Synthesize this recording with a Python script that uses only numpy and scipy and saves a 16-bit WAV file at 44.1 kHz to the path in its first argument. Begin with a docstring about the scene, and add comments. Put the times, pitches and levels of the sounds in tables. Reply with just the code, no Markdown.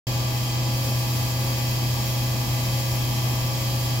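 """A loud motor hum cuts in, and with it, all at once, the rest of a milling machine in its enclosure.
The cabinet rumbles underneath; the spindle and the coolant pump each sound a stack of steady tones,
with faint bearing overtones and the whine of drives and fans around them. A nozzle sprays coolant
over the work: the jet hisses and the spray spatters, a little brighter after the first moments.
A whine near 3.2 kHz swells and sinks; the pump's high whine slowly fades, then recovers."""
import sys
import numpy as np
from scipy import signal
from scipy.fft import rfft, irfft
from scipy.io import wavfile

SR = 44100
rng = np.random.default_rng(int(sys.argv[2]) if len(sys.argv) > 2 else 0)


def wrap_up_sound(samples):
    """Save the sound to the file named by the first command line argument, as 16-bit audio."""
    columns = np.atleast_2d(samples).T
    # keep every value between -1 and 1, then stretch to whole-number steps
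    tamed = np.clip(columns, -1, 1)
    steps = np.round(tamed * 32767).astype(np.int16)
    wavfile.write(sys.argv[1], SR, steps)


N = 176400

START_S, ATTACK_S, HIGH_CUT_HZ = .068, .002, 15750
HUM_HZ, HUM_DB, HUM_LAG_S = 122.5, -25.05, .00023
SPINDLE_HZ, PUMP_HZ = 36.16, 118.037
SPINDLE_TRIM_DB, PUMP_TRIM_DB, DRIVE_TRIM_DB = .12, .2, -.3
BEARING_SCATTER_DB, BEARING_WAVER_RAD = 5.5, 1.2
JET_FLUTTER_DB, JET_PULSE_DEPTH, SPRAY_FLUTTER_DB, SPATTER_DB = .53, .1, .5, 1.1
ECHO_GAIN, ECHO_T60_S, RIPPLE_ABOVE_HZ = .45, .09, 840

# rumble of the cabinet (frequency [Hz], density [dB per Hz])
RUMBLE_SPECTRUM = [(20, -83), (30, -70), (42, -59), (90, -60.5), (130, -55), (175, -65.5), (240, -61.5),
                   (320, -67.5), (420, -71), (850, -71), (1060, -72), (1170, -72), (1400, -84.5),
                   (2500, -80)]
# spindle tones (multiple of the turning rate, level before trim [dB], pan left [dB], width [0-1])
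SPINDLE_TONES = [(2, -44.0, -6, 0.54), (6, -52.8, -1, 0.01), (7, -55.5, 5, 0.04), (8, -55.6, 4, 0.02),
                 (9, -45.8, 5, 0.08), (10, -52.8, -6, 0.04), (14, -49.4, 2, 0.18), (15, -48.4, 1, 0.16),
                 (17, -54.3, 14, 0.31), (18, -46.6, -4, 0.01), (20, -55.1, -5, 0.26), (21, -52.0, 6, 0.15),
                 (23, -45.4, 8, 0.2), (26, -49.4, 3, 0.67), (27, -55.5, -3, 0.22), (28, -50.2, 14, 0.21),
                 (31, -51.7, 14, 0.81), (32, -47.7, 14, 0.32)]
# typical level of the bearing overtones (frequency [Hz], level [dB])
BEARING_LEVELS = [(1200, -59), (1550, -70), (2400, -62.5), (3300, -65), (4400, -66.5), (5400, -63.5),
                  (6900, -64.5), (8400, -81)]
# pump tones (multiple of the stroke rate, level before trim [dB], pan left [dB], width [0-1])
PUMP_TONES = [(3, -54.1, 6, 0.28), (7, -51.6, 14, 0.12), (8, -54.9, 2, 0.4), (10, -54.3, 14, 0.83),
              (14, -53.3, 3, 0.2), (15, -56.6, 1, 0.85), (17, -52.6, -2, 0.02), (19, -55.8, 7, 0.15),
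              (20, -55.8, 6, 0.58), (21, -53.7, 2, 0.13), (22, -53.7, 5, 0.89), (24, -52.0, 1, 0.69),
              (25, -56.0, 3, 0.7), (26, -48.1, 1, 0.6), (27, -48.9, 3, 0.32), (28, -49.2, -13, 0.98),
              (31, -57.6, -9, 0.44), (34, -52.1, 6, 0.2), (36, -51.0, -7, 0.57), (38, -52.0, -9, 0.09),
              (39, -56.6, 1, 0.4), (40, -45.5, -9, 0.2), (41, -53.8, -6, 0.77), (44, -51.2, -5, 0.39),
              (46, -48.1, -2, 0.78), (47, -54.7, -1, 0.04), (56, -48.8, -2, 0.52), (57, -53.6, 14, 0.41)]
# tones of drives and fans (frequency [Hz], level before trim [dB], pan left [dB], width [0-1])
DRIVE_TONES = [(43.4, -47.7, 2, 0.0), (53.1, -48.0, 4, 0.01), (62.5, -50.1, 5, 0.04),
               (83.9, -49.5, 1, 0.05), (91.1, -44.8, 2, 0.0), (108.4, -51.8, -5, 0.11),
               (194.9, -51.9, 2, 0.05), (210.7, -51.7, 0, 0.01), (240.0, -53.4, 1, 0.07),
               (245.1, -48.3, 3, 0.02), (250.5, -48.1, 1, 0.06), (272, -54.5, 2, 0.05),
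               (543.8, -49.3, 2, 0.12), (815.7, -51.3, 14, 0.49), (980.5, -56.1, 9, 0.21),
               (1772, -56.6, 1, 0.86), (1843.6, -57.1, 5, 0.9), (2598, -55.0, 6, 0.89),
               (4951.7, -50.0, 8, 0.92), (5549.1, -56.0, -1, 0.02), (5619.8, -55.1, -6, 0.7),
               (7626.6, -57.4, 5, 0.01)]
# rush of the jet, with peaks near 2.4, 3.2, 5.4 and 6.7 kHz (frequency [Hz], density [dB per Hz])
JET_SPECTRUM = [(900, -89), (1600, -80), (2000, -76), (2400, -73), (2980, -75.5), (3220, -71.5),
                (3500, -75.5), (4520, -74), (4740, -75), (4980, -75.5), (5400, -70.5), (5850, -78.5),
                (6700, -73.5), (7550, -78), (8100, -83.5), (10000, -99)]
# fine spray striking the work (frequency [Hz], density [dB per Hz])
SPRAY_SPECTRUM = [(5000, -80.5), (8000, -84), (9200, -86.5), (10100, -79.5), (10700, -81), (11600, -76),
                  (12700, -75.5), (14600, -78), (15700, -78)]
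# surges of the spray, played about their median (time [s], level [dB])
SPRAY_RIDE = [(.2, -40.2), (.4, -39.5), (.57, -40.6), (.7, -39.9), (.74, -37.6), (1.18, -37.6),
              (1.6, -38.2), (2.7, -37.9), (3.9, -38.3)]
# swells of the whine near 3.2 kHz, played about their median (time [s], level [dB])
LOW_WHINE_RIDE = [(.3, -44), (.55, -42), (.73, -44.3), (1, -42.6), (1.18, -45), (1.85, -43.9),
                  (2.24, -42.7), (2.33, -44.8), (2.7, -43), (2.92, -44.2), (3.08, -42), (3.38, -42.4),
                  (3.54, -44.3), (3.69, -41.5), (3.84, -43.9)]
# the pump's whine near 4.7 kHz slowly fades, then recovers; about its median (time [s], level [dB])
PUMP_WHINE_RIDE = [(.1, -47), (.85, -45.6), (2.8, -47.7), (3.37, -49.8), (3.9, -46.5)]
# how alike the noise is left and right (frequency [Hz], correlation [-1 to 1])
STEREO_LIKENESS = [(50, .88), (150, .9), (300, .75), (600, .55), (1100, -.1), (2500, .1), (5000, .05),
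                   (7000, .2), (8500, .5), (10500, .66), (14000, .66)]
# where the noise and the bearings sit (frequency [Hz], pan left [dB])
STEREO_BALANCE = [(40, 5), (130, 2), (400, 2), (650, 3.5), (1150, 4), (2200, 2), (3300, 0.5), (4500, -2),
                  (6500, 1.5), (9500, 0), (12500, -2)]


def undb(db):
    """Decibels to gain."""
    return 10 ** (np.asarray(db) / 20)


def at(points, hz):
    """Read (Hz, value) points on a log-frequency axis."""
    freqs, values = np.array(points, float).T
    return np.interp(np.log(np.maximum(hz, 1)), np.log(freqs), values)


def walk(rate_hz):
    """Smooth random modulation with a spread near 1."""
    position = np.arange(N) / SR * rate_hz
    step = position.astype(int)
    targets, blend = rng.standard_normal(step[-1] + 2), position - step
    return targets[step] + np.diff(targets)[step] * blend ** 2 * (3 - 2 * blend)


def ride(curve):
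    """Fader gain along a (s, dB) curve, with unity at its median."""
    db = np.interp(np.arange(N) / SR, *np.array(curve, float).T)
    return undb(db - np.median(db))


def turning(hz, drift):
    """Angle of a shaft whose speed wanders by the fraction drift."""
    return 2 * np.pi * hz * np.cumsum(1 + drift * walk(6)) / SR


def tone(angle, db, pan_db, width, flutter_db):
    """One fluttering partial; reflections put left and right out of step (width 1 = opposed)."""
    start, way = rng.uniform(0, 2 * np.pi), rng.choice([-1, 1])
    spread = way * width * np.pi / 2 * np.array([[1], [-1]])
    sides = undb([pan_db / 2, -pan_db / 2])
    sides = 2 * sides / np.hypot(*sides)
    return sides[:, None] * undb(db + flutter_db * walk(6.96)) * np.sin(angle + start + spread)


def enclosure():
    """Response of the close walls: dense, short echoes that ripple the spectrum."""
    echoes = rng.standard_normal(N) * undb(-60 * np.arange(N) / SR / ECHO_T60_S)
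    return np.sqrt(1 - ECHO_GAIN ** 2) + ECHO_GAIN * rfft(echoes / np.linalg.norm(echoes))


def noise(spectrum):
    """Stereo noise bed coloured by the enclosure, rolling off beyond the ends of its spectrum."""
    hz = np.maximum(np.fft.rfftfreq(N, 1 / SR), 1)
    rolloff = np.minimum(hz / spectrum[0][0], 1) ** 2 * np.minimum(spectrum[-1][0] / hz, 1) ** 2
    likeness, sign = at(STEREO_LIKENESS, hz), np.array([[1], [-1]])
    mid, side = rfft(rng.standard_normal((2, N)))
    mid *= np.where(hz > RIPPLE_ABOVE_HZ, enclosure(), 1) * np.sqrt(1 + likeness)
    side *= np.where(hz > RIPPLE_ABOVE_HZ, enclosure(), 1) * np.sqrt(1 - likeness)
    colour = rolloff * undb(at(spectrum, hz) + sign * at(STEREO_BALANCE, hz) / 2)
    return irfft((mid + sign * side) * colour, N) * np.sqrt(SR) / 2


def motor():
    """The loud, nearly pure hum, reaching the right side first."""
    lead = np.pi * HUM_HZ * HUM_LAG_S * np.array([[-1], [1]])
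    return tone(turning(HUM_HZ, drift=.00047) + lead, HUM_DB, pan_db=0, width=0, flutter_db=.4)


def cabinet(flutter_db=1.0):
    """The panels rumble unevenly under the hum."""
    return noise(RUMBLE_SPECTRUM) * undb(flutter_db * walk(12))


def spindle(shaft):
    """The spindle drones on strong multiples of its turning rate."""
    return sum(tone(k * shaft, db + SPINDLE_TRIM_DB, pan, width, flutter_db=.33)
               for k, db, pan, width in SPINDLE_TONES)


def bearings(shaft, count=80):
    """The bearings add faint, high multiples of the turning rate, each wavering into the hiss."""
    multiples = rng.choice(np.arange(34, 232), count, replace=False)
    scatter_db = BEARING_SCATTER_DB * np.clip(rng.standard_normal((count, 2)), -2, 1.2)
    shimmer = np.zeros((2, N))
    for k, (level_offset, pan_offset) in zip(multiples, scatter_db):
        angle = k * shaft + BEARING_WAVER_RAD * walk(12)
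        db = at(BEARING_LEVELS, k * SPINDLE_HZ) + level_offset
        pan = at(STEREO_BALANCE, k * SPINDLE_HZ) + pan_offset
        shimmer += tone(angle, db, pan, width=rng.random(), flutter_db=2.5)
    return shimmer


def pump(stroke):
    """The pump buzzes on multiples of its stroke rate, far into the treble."""
    return sum(tone(k * stroke, db + PUMP_TRIM_DB, pan, width, flutter_db=1.2)
               for k, db, pan, width in PUMP_TONES)


def drives():
    """Drives and fans hum and whine, each tone wandering on its own."""
    return sum(tone(turning(hz, drift=.0003), db + DRIVE_TRIM_DB, pan, width, flutter_db=1.4)
               for hz, db, pan, width in DRIVE_TONES)


def coolant(stroke):
    """The jet pulses with the pump; its spray spatters and surges as more or less strikes the work."""
    flow = walk(14)
    pulse = 1 + JET_PULSE_DEPTH * np.sin(stroke)
    jet = noise(JET_SPECTRUM) * undb(JET_FLUTTER_DB * flow) * pulse
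    spray = noise(SPRAY_SPECTRUM) * ride(SPRAY_RIDE) * undb(SPRAY_FLUTTER_DB * flow)
    spatter = undb(SPATTER_DB * walk(980))
    return jet + spray * spatter


def band_swell(sound, hz, width_hz, curve):
    """One narrow band swells and sinks: a bell EQ with its gain ridden."""
    bell = np.exp(-((np.fft.rfftfreq(N, 1 / SR) - hz) / width_hz) ** 2)
    return sound + irfft(rfft(sound) * bell, N) * (ride(curve) - 1)


def scene():
    """The running machine: hum, rumble and drones below, hiss and two shifting whines on top."""
    shaft, stroke = turning(SPINDLE_HZ, drift=.000302), turning(PUMP_HZ, drift=.0002)
    treble = coolant(stroke) + pump(stroke) + bearings(shaft)
    treble = band_swell(treble, hz=3200, width_hz=220, curve=LOW_WHINE_RIDE)
    treble = band_swell(treble, hz=4722, width_hz=120, curve=PUMP_WHINE_RIDE)  # pump partial 40
    return motor() + cabinet() + spindle(shaft) + drives() + treble


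def record(dry):
    """The mix snaps open and passes through a steep high cut."""
    gate = np.clip((np.arange(N) / SR - START_S) / ATTACK_S, 0, 1)
    high_cut = signal.ellip(12, .1, 80, HIGH_CUT_HZ, fs=SR, output="sos")
    return signal.sosfilt(high_cut, dry * gate)


dry = scene()
out = record(dry)
wrap_up_sound(out)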